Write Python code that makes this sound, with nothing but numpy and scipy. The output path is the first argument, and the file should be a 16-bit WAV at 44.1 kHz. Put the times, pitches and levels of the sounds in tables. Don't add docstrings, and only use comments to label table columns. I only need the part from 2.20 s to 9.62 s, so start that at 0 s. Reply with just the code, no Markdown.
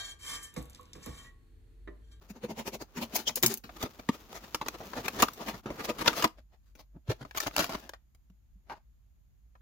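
import sys
import numpy as np
from scipy import signal
from scipy.fft import rfft, irfft
from scipy.io import wavfile
from scipy.ndimage import uniform_filter1d

SR = 44100
rng = np.random.default_rng(int(sys.argv[2]) if len(sys.argv) > 2 else 0)


def wav_record(signal):
    frames = np.transpose(np.atleast_2d(signal))
    bounded = np.clip(frames, -1, 1)
    quanta = np.round(bounded * 32767).astype(np.int16)
    wavfile.write(sys.argv[1], SR, quanta)


N = 327118

ZONE_CENTRES_HZ = (250, 1000, 4000, 13000)
# frequency in Hz, width in Hz, lift in dB (negative where the sheet radiates poorly).
CUT_RESONANCES = [(80, 140, -2.5), (225.5, 53, 10.5), (385, 130, 7), (634, 150, 6), (916.5, 240, 7.5),
                  (2252, 300, 3), (3300, 370, -3.5), (6700, 900, 1.5), (15000, 270, 7.5)]
BOX_RESONANCES = [(85, 340, -4.5), (234, 60, 4), (319.4, 31, 6), (472, 54, 5), (657, 150, 3.5),
                  (926.7, 120, 4.5), (1220, 150, 6.5), (1540, 150, -3.5), (1850, 280, 1.5),
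                  (3063, 150, -1.5), (14300, 270, 3)]
TRAY_RESONANCES = [(302.7, 110, 6), (504.6, 75, 1), (637, 120, 10), (842, 140, 4), (1340, 230, 2),
                   (1770, 250, 2.5), (4480, 620, 2.5)]


def blade_sawing():
    # middle in seconds, half width in seconds, level in dB, brightness in dB per octave.
    cuts = [(.106, .007, -15, 1.5), (.1665, .012, -18, -2), (.245, .01, -6.5, -2), (.3096, .0095, -5, -2),
            (.3954, .012, -1.1, -0.5), (.4778, .008, 1, .4), (.5454, .009, -2.5, 0.5),
            (.6195, .008, -5, -0.2), (.779, .009, -1, -0.7), (.829, .011, 2, 0.3), (.9416, .01, -6, -0.5),
            (.962, .006, 3.5, 5.5), (.991, .017, -0.5, 1.2), (1.081, .006, -1.5, 2.5),
            (1.103, .008, -7.5, 0.4), (1.1755, .0056, -3, 2.5), (1.2436, .005, 5.5, 0.1),
            (1.313, .017, 1.5, 2.6)]
    return strokes(cuts, CUT_RESONANCES, timbre=(10.5, -0.5, -6, -11),
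                   slips_per_s=4000, scatter_db=1.5, direct=1.3, flutter_s=0.0013)


def tape_snaps():
    # start and decay time in seconds, level in dB, brightness in dB per octave, heft in dB.
    breaks = [(1.092, .006, 0.6, -6, -10), (1.156, .0148, -11, 6.5, 6), (1.227, .018, 0.5, 2.7, 12),
              (1.2325, 0.0094, 12.5, -2.7, -5.5), (1.2615, .0055, 4, 3.5, -2), (1.28, .002, -6.5, 0.5, -12),
              (1.34, 0.0032, -15, 6, -1), (1.373, 0.0048, -22.5, 4.5, 17)]
    return snaps(breaks, CUT_RESONANCES, timbre=(-5.5, -5.5, -0.5, 0.5),
                 slips_per_s=2200, scatter_db=3.5, crack=0.17, flutter_s=0.0015)


def card_rubs():
    # middle in seconds, half width in seconds, level in dB, brightness in dB per octave.
    rubs = [(1.568, .004, -12.5, 0.8), (1.622, 0.012, -2.5, 1.5), (1.639, 0.0021, -6, -5),
            (1.658, 0.0083, -4.5, -1.2), (1.798, 0.0042, -11, -1), (1.94, .013, -10, 1.5),
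            (2.162, 0.012, -4.5, 1.5), (2.243, 0.0063, -11, .8), (2.551, 0.0067, -8, -1),
            (2.78, 0.013, 1, -1.16), (2.858, 0.0091, .3, 1), (2.982, 0.023, -2.5, -1),
            (3.004, 0.0069, 8, 1.5), (3.032, 0.0054, 15.5, 0), (3.218, .013, -3, -1),
            (3.291, .012, 4, 0.56), (3.348, 0.0088, -7.5, -1.5), (3.606, 0.0096, -0.5, -0.55),
            (3.65, 0.0064, 0.5, 2.6), (3.698, 0.0082, 6, -1), (3.792, 0.0052, -2, 1.3),
            (3.817, 0.0079, 5, 0), (3.88, 0.016, 9, 0.8), (3.978, 0.015, 3.5, 2.5), (4, 0.017, 5, 1.5),
            (4.049, 0.005, 8.5, -1.5)]
    return strokes(rubs, BOX_RESONANCES, timbre=(7.5, 2, -8, -15.5),
                   slips_per_s=1500, scatter_db=0.5, direct=1.5, flutter_s=0.0023)


def box_knocks():
    # start and decay time in seconds, level in dB, brightness in dB per octave, heft in dB.
    knocks = [(1.438, 0.023, -11.5, 1.5, 9.5), (1.492, 0.0076, -12, -5.5, -5), (1.626, 0.01, 0, 3, 7),
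              (1.8885, 0.0062, 5.5, -2, -4), (2.128, 0.003, -12.5, 1, 8.5), (2.3455, 0.0049, 6, 2, -1.5),
              (2.413, 0.0083, 1, -3, 1), (2.461, 0.014, -5, -0.5, 13), (2.4835, 0.0025, 2.5, 2.5, -1),
              (2.603, 0.021, -9, -3.5, 9), (2.733, .0066, -3.4, -4, -5), (2.881, 0.0037, 7.5, 1, -16),
              (3.022, 0.0024, 4.5, 8, -12), (3.0255, 0.003, 13, 0.5, 1), (3.0835, 0.0035, -3.5, 0.5, -3),
              (3.133, 0.014, -17.5, 6, -19), (3.458, .023, -4, -4.5, 13.5), (3.503, 0.014, -7, -2, 18),
              (3.86, 0.0082, 6.5, -1.5, -17), (3.8775, 0.0032, 14.5, -0.5, 1),
              (3.93, 0.0061, -0.5, -1, -20), (4.023, 0.0073, 7, 1, -8), (4.0415, .0065, 13, 0.2, 0),
              (4.075, .0022, -11, 1, -10)]
    return snaps(knocks, BOX_RESONANCES, timbre=(1, 2.5, -7.5, -16),
                 slips_per_s=3500, scatter_db=1.0, crack=0.18, flutter_s=0.0022)


def tray_crinkles():
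    # middle in seconds, half width in seconds, level in dB, brightness in dB per octave.
    flexes = [(4.19, 0.0091, -20, -1.7), (4.34, 0.013, -26.5, -2), (4.48, 0.023, -31.5, 2),
              (4.6035, 0.01, -13.5, 0.7), (4.765, 0.0085, -31.5, -9.5), (4.909, 0.009, 6, -1.5),
              (5.02, .01, -8, -2.5), (5.168, 0.0059, -2, 1.5), (5.232, 0.012, 3, 1.5),
              (5.272, 0.0059, 7.5, 0), (5.401, .017, 14.5, 0.6), (5.432, 0.024, 4, 1),
              (5.527, 0.022, 4, -1), (5.551, 0.0029, 2, -2.5), (5.649, .028, -11.5, -1.5),
              (6.518, 0.014, -11, -2.3), (6.57, 0.0093, -24.5, -2)]
    return strokes(flexes, TRAY_RESONANCES, timbre=(0, -1, -9.5, -16),
                   slips_per_s=800, scatter_db=3, direct=1.0, flutter_s=0.0029)


def tray_pops():
    # start and decay time in seconds, level in dB, brightness in dB per octave, heft in dB.
    buckles = [(4.553, .007, -21.5, 4, 18), (5.05, 0.008, -10, -3.5, 17), (5.11, 0.0022, -7, -3, -12),
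               (5.148, 0.0094, -4, 0, 7), (5.1735, 0.0098, 9.5, 2.4, -4), (5.202, .005, 9, 3.5, -13),
               (5.2645, 0.00093, -9, -14, 19), (5.311, .0015, -13, -5, 1), (5.364, 0.0021, 13, 2, -25),
               (5.3815, 0.0012, 13, 1, -32), (5.392, 0.0096, 13, 1.7, 11), (5.442, 0.0024, 6.5, 2, -23),
               (5.494, 0.0065, -0.5, 1, 16), (5.693, 0.0025, -3.5, 1.8, 5.5), (5.735, 0.0085, -5, -2.5, -5),
               (5.948, 0.0047, -31, 5.5, 15), (6.1, 0.0032, -34.5, 2, 23.5), (6.498, 0.025, -3, -5, -1),
               (7.353, .0076, -24, -6, 3.5), (7.409, 0.0093, -30, -6, 8)]
    return snaps(buckles, TRAY_RESONANCES, timbre=(-11, 0, -13, -19.5),
                 slips_per_s=910, scatter_db=0.5, crack=0.68, flutter_s=0.0035)


def strokes(events, resonances, timbre, slips_per_s, scatter_db, direct, flutter_s, size=12288):
    out, t = np.zeros((2, N)), (np.arange(size) - size // 2) / SR
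    for middle, width, db, brightness in events:
        mid, side = (slips(size, slips_per_s, scatter_db) for _ in range(2))
        force = spread(mid, side, left_db=2.5) / np.cosh(t / width)
        zone_db = zone_levels(timbre, db, brightness)
        add(out, middle + t[0], sheet_response(force, zone_db, resonances, flutter_s, direct))
    return out


def snaps(events, resonances, timbre, slips_per_s, scatter_db, crack, flutter_s, size=8192):
    out, t = np.zeros((2, N)), np.arange(size) / SR
    for start, decay, db, brightness, heft_db in events:
        force = slips(size, slips_per_s, scatter_db) * np.exp(-t / decay)
        force[0] += crack * np.sqrt(SR * decay / 2)
        zone_db = zone_levels(timbre, db, brightness)
        zone_db[0] = timbre[0] + db + heft_db
        add(out, start, sheet_response(force, zone_db, resonances, min(flutter_s, decay), direct=0.36))
    return out


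def slips(size, per_s, scatter_db):
    strength = undb(scatter_db * np.minimum(rng.exponential(size=size), 4))
    released = rng.random(size) < per_s / SR
    impulses = released * strength * np.sign(rng.standard_normal(size))
    return impulses / np.std(impulses)


def zone_levels(timbre, db, brightness, pivot_hz=2000):
    return np.array(timbre) + db + brightness * np.log2(np.array(ZONE_CENTRES_HZ) / pivot_hz)


def sheet_response(force, zone_db, resonances, flutter_s, direct, size=8192):
    t, hz = np.arange(size) / SR, np.fft.rfftfreq(2 * size, 1 / SR)
    waves = spread(*rng.standard_normal((2, size)) * np.exp(-t / flutter_s))
    waves[:, 0] += direct * np.sqrt(SR * flutter_s / 2)
    spectrum = rfft(force, 2 * size) * rfft(waves, 2 * size)
    grip_shift = 1 + 0.02 * rng.standard_normal()
    lift_db = sum(db / (1 + (2 * (hz - f * grip_shift) / width) ** 2) for f, width, db in resonances)
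    power = np.mean(np.abs(spectrum) ** 2, axis=0) * undb(lift_db) ** 2
    gains = [(f, db - 10 * np.log10(power[(hz > f / 2) & (hz < f * 2)].mean()))
             for f, db in zip(ZONE_CENTRES_HZ, zone_db)]
    return irfft(spectrum * minimum_phase(lift_db + on_log_axis(hz, gains)))


def panel_thumps(gain_db=1, waver=0.064):
    # start in seconds, frequency in Hz, level in dB, nominal 60 dB decay time in seconds.
    blows = [(0.102, 217, -39, 0.045), (0.238, 484, -31, 0.04), (1.232, 361, -25, 0.055),
             (1.244, 127, -36, 0.1), (1.17, 488, -38, 0.031), (1.298, 378.4, -36.5, 0.083),
             (1.26, 222.3, -36.5, 0.14), (1.892, 251, -15.5, 0.017), (3.026, 1180, -19, 0.023),
             (3.084, 1090, -32, 0.015), (3.878, 1483, -21, 0.024), (4.043, 231, -31.5, 0.042),
             (4.045, 981, -24.5, 0.027), (4.756, 158, -45.5, 0.03), (4.887, 118, -23, 0.047),
             (4.9, 392, -27.5, 0.028), (5.008, 127.3, -41.5, 0.074), (6.1, 189, -56.5, 0.053),
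             (6.355, 192, -60, 0.056), (6.502, 881, -40.5, 0.082)]
    out, t = np.zeros((2, N)), np.arange(SR // 3) / SR
    for start, hz, db, t60 in blows:
        age = t * np.log(1000) / t60
        grip = uniform_filter1d(rng.standard_normal(len(t)), size=200)
        phase = 2 * np.pi * np.cumsum(hz * (1 + waver * grip / grip.std())) / SR
        add(out, start, undb(db + gain_db) * age * np.exp(1 - age) * np.sin(phase))
    return out


def squeaks():
    # middle and half width in seconds, centre and bandwidth in Hz, level in dB.
    chatters = [(.959, 0.0023, 794, 345.7, -30), (1.079, 0.0052, 3186, 399, -29),
                (1.084, .005, 5800, 1600, -28), (3.88, .0025, 3698, 2387, -16.5),
                (6.52, 0.0091, 1500, 447, -48.5), (4.046, .004, 1750, 900, -27.5)]
    out, t = np.zeros((2, N)), np.arange(-4096, 4096) / SR
    for middle, width, hz, width_hz, db in chatters:
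        band = signal.butter(2, [hz - width_hz / 2, hz + width_hz / 2], "band", fs=SR)
        chatter = signal.lfilter(*band, spread(*rng.standard_normal((2, len(t)))))
        add(out, middle + t[0], undb(db) * chatter / chatter.std() / np.cosh(t / width))
    return out


def hands():
    # time in seconds, effort in dB.
    holding_box = [(0.0, -52), (0.11, -64.5), (0.418, -67.5), (0.568, -64.5), (0.77, -54), (1.162, -53),
                   (1.268, -58), (1.42, -65)]
    opening_box = [(1.42, -62), (1.59, -57), (2.17, -56), (2.54, -52.5), (2.78, -47), (2.92, -47.5),
                   (3.05, -45.5), (3.14, -55), (3.27, -46.5), (3.32, -61), (3.42, -52)]
    drawing_tray = [(3.42, -55), (3.462, -56.5), (3.548, -45.5), (3.86, -54.5), (3.924, -43), (4.064, -68),
                    (4.2, -77.5)]
    lifting_tray = [(4.9, -67), (5.072, -64), (5.378, -54), (5.49, -53), (5.58, -50), (5.608, -48),
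                    (5.728, -83), (5.85, -86)]
    return (slide(holding_box, rub_db=8.5, grit_db=-8.5)
            + slide(opening_box, rub_db=12.5, grit_db=-1.5)
            + slide(drawing_tray, rub_db=13.5, grit_db=-5.5)
            + slide(lifting_tray, rub_db=6.5, grit_db=-4.5))


def slide(effort, rub_db, grit_db, uneven_db=3, ease_s=0.02):
    # frequency in Hz, gain in dB.
    rub_spectrum = [(60, -9), (150, 0.5), (300, 1), (600, -4.5), (1300, -6.5), (2500, -24), (6000, -41.5)]
    grit_spectrum = [(500, -23.5), (1500, -3), (2500, 2), (6500, -2), (11000, -5), (16000, 0.5)]
    t = np.arange(N) / SR
    times, db = np.transpose(effort)
    fits = np.interp(t, np.linspace(0, N / SR, num=400), rng.standard_normal(size=400))
    rub = colour(spread(slips(N, 3000, 1.3), slips(N, 3000, 3)), rub_spectrum)
    grit = colour(spread(slips(N, 2500, 4.0), slips(N, 2500, 4.5)), grit_spectrum)
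    moving = np.clip(np.minimum(t - times[0], times[-1] - t) / ease_s, 0, 1) ** 2
    envelope = moving * undb(np.interp(t, times, db) + uneven_db * fits)
    return envelope * (rub * undb(rub_db) + grit * undb(grit_db))


def room(x, t60=0.17, wet_db=-19, delay_s=0.004):
    t = np.arange(SR // 2) / SR
    reflections = rng.standard_normal((2, len(t))) * undb(-60 * t / t60) * (t > delay_s)
    tail = spread(*reflections, apart_hz=300, left_db=-2.5)
    tail /= np.sqrt(np.sum(tail ** 2, axis=1, keepdims=True))
    return x + undb(wet_db) * signal.fftconvolve(x, tail, axes=1)[:, :N]


def background():
    # frequency in Hz, gain on white noise in dB.
    rumble_spectrum = [(15, -50.5), (32, -39), (52, -22.5), (75, -42.5), (105, -45.5), (200, -57.5),
                       (320, -66.5), (700, -93.5), (3000, -110)]
    hiss_spectrum = [(100, -71), (600, -74), (1500, -78), (4500, -83.5), (6000, -85), (6800, -75.5),
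                     (7600, -83.5), (8500, -80.5), (10500, -81), (13000, -76.5), (16000, -87)]
    rumble = colour(spread(*rng.standard_normal((2, N)), apart_hz=80, left_db=0), rumble_spectrum)
    return rumble + colour(rng.standard_normal((2, N)), hiss_spectrum)


def spread(mid, side, apart_hz=900, left_db=3.0):
    bass = signal.lfilter(*signal.butter(1, apart_hz, fs=SR), mid)
    treble = mid - bass
    side = signal.lfilter(*signal.butter(2, apart_hz, "high", fs=SR), side)
    lean = undb(left_db / 2)
    return bass + np.array([(treble + side) * lean, (treble - side) / lean]) / np.sqrt(2)


def colour(x, points):
    db = on_log_axis(np.fft.rfftfreq(8192, 1 / SR), points)
    return signal.fftconvolve(x, irfft(minimum_phase(db))[None], axes=1)[:, :N]


def minimum_phase(db):
    cepstrum = irfft(np.log(undb(db)))
    half = len(cepstrum) // 2
    cepstrum[1:half] *= 2
    cepstrum[half + 1:] = 0
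    return np.exp(rfft(cepstrum))


def on_log_axis(hz, points):
    f, db = np.transpose(points)
    return np.interp(np.log(np.maximum(hz, 1)), np.log(f), db)


def undb(db):
    return 10 ** (np.asarray(db) / 20)


def add(out, start, sound):
    i = int(start * SR)
    a, b = max(i, 0), min(i + sound.shape[-1], N)
    out[:, a:b] += sound[..., a - i:b - i]


def scene():
    contacts = blade_sawing() + tape_snaps() + card_rubs() + box_knocks() + tray_crinkles() + tray_pops()
    return room(contacts + hands() + squeaks() + panel_thumps()) + background()


def record(dry, ceiling=0.85, top_hz=16000):
    # frequency in Hz, gain in dB.
    microphone_response = [(20, -10), (70, -1), (130, 0), (6800, 1.5), (8000, -7.5), (9000, -9),
                           (10200, -4.5), (15000, 0.5), (15800, -6.5)]
    rounded = ceiling * np.tanh(colour(dry, microphone_response) / ceiling)
    return signal.sosfilt(signal.ellip(10, 0.2, 70, top_hz, fs=SR, output="sos"), rounded)


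dry = scene()
out = record(dry)
wav_record(out)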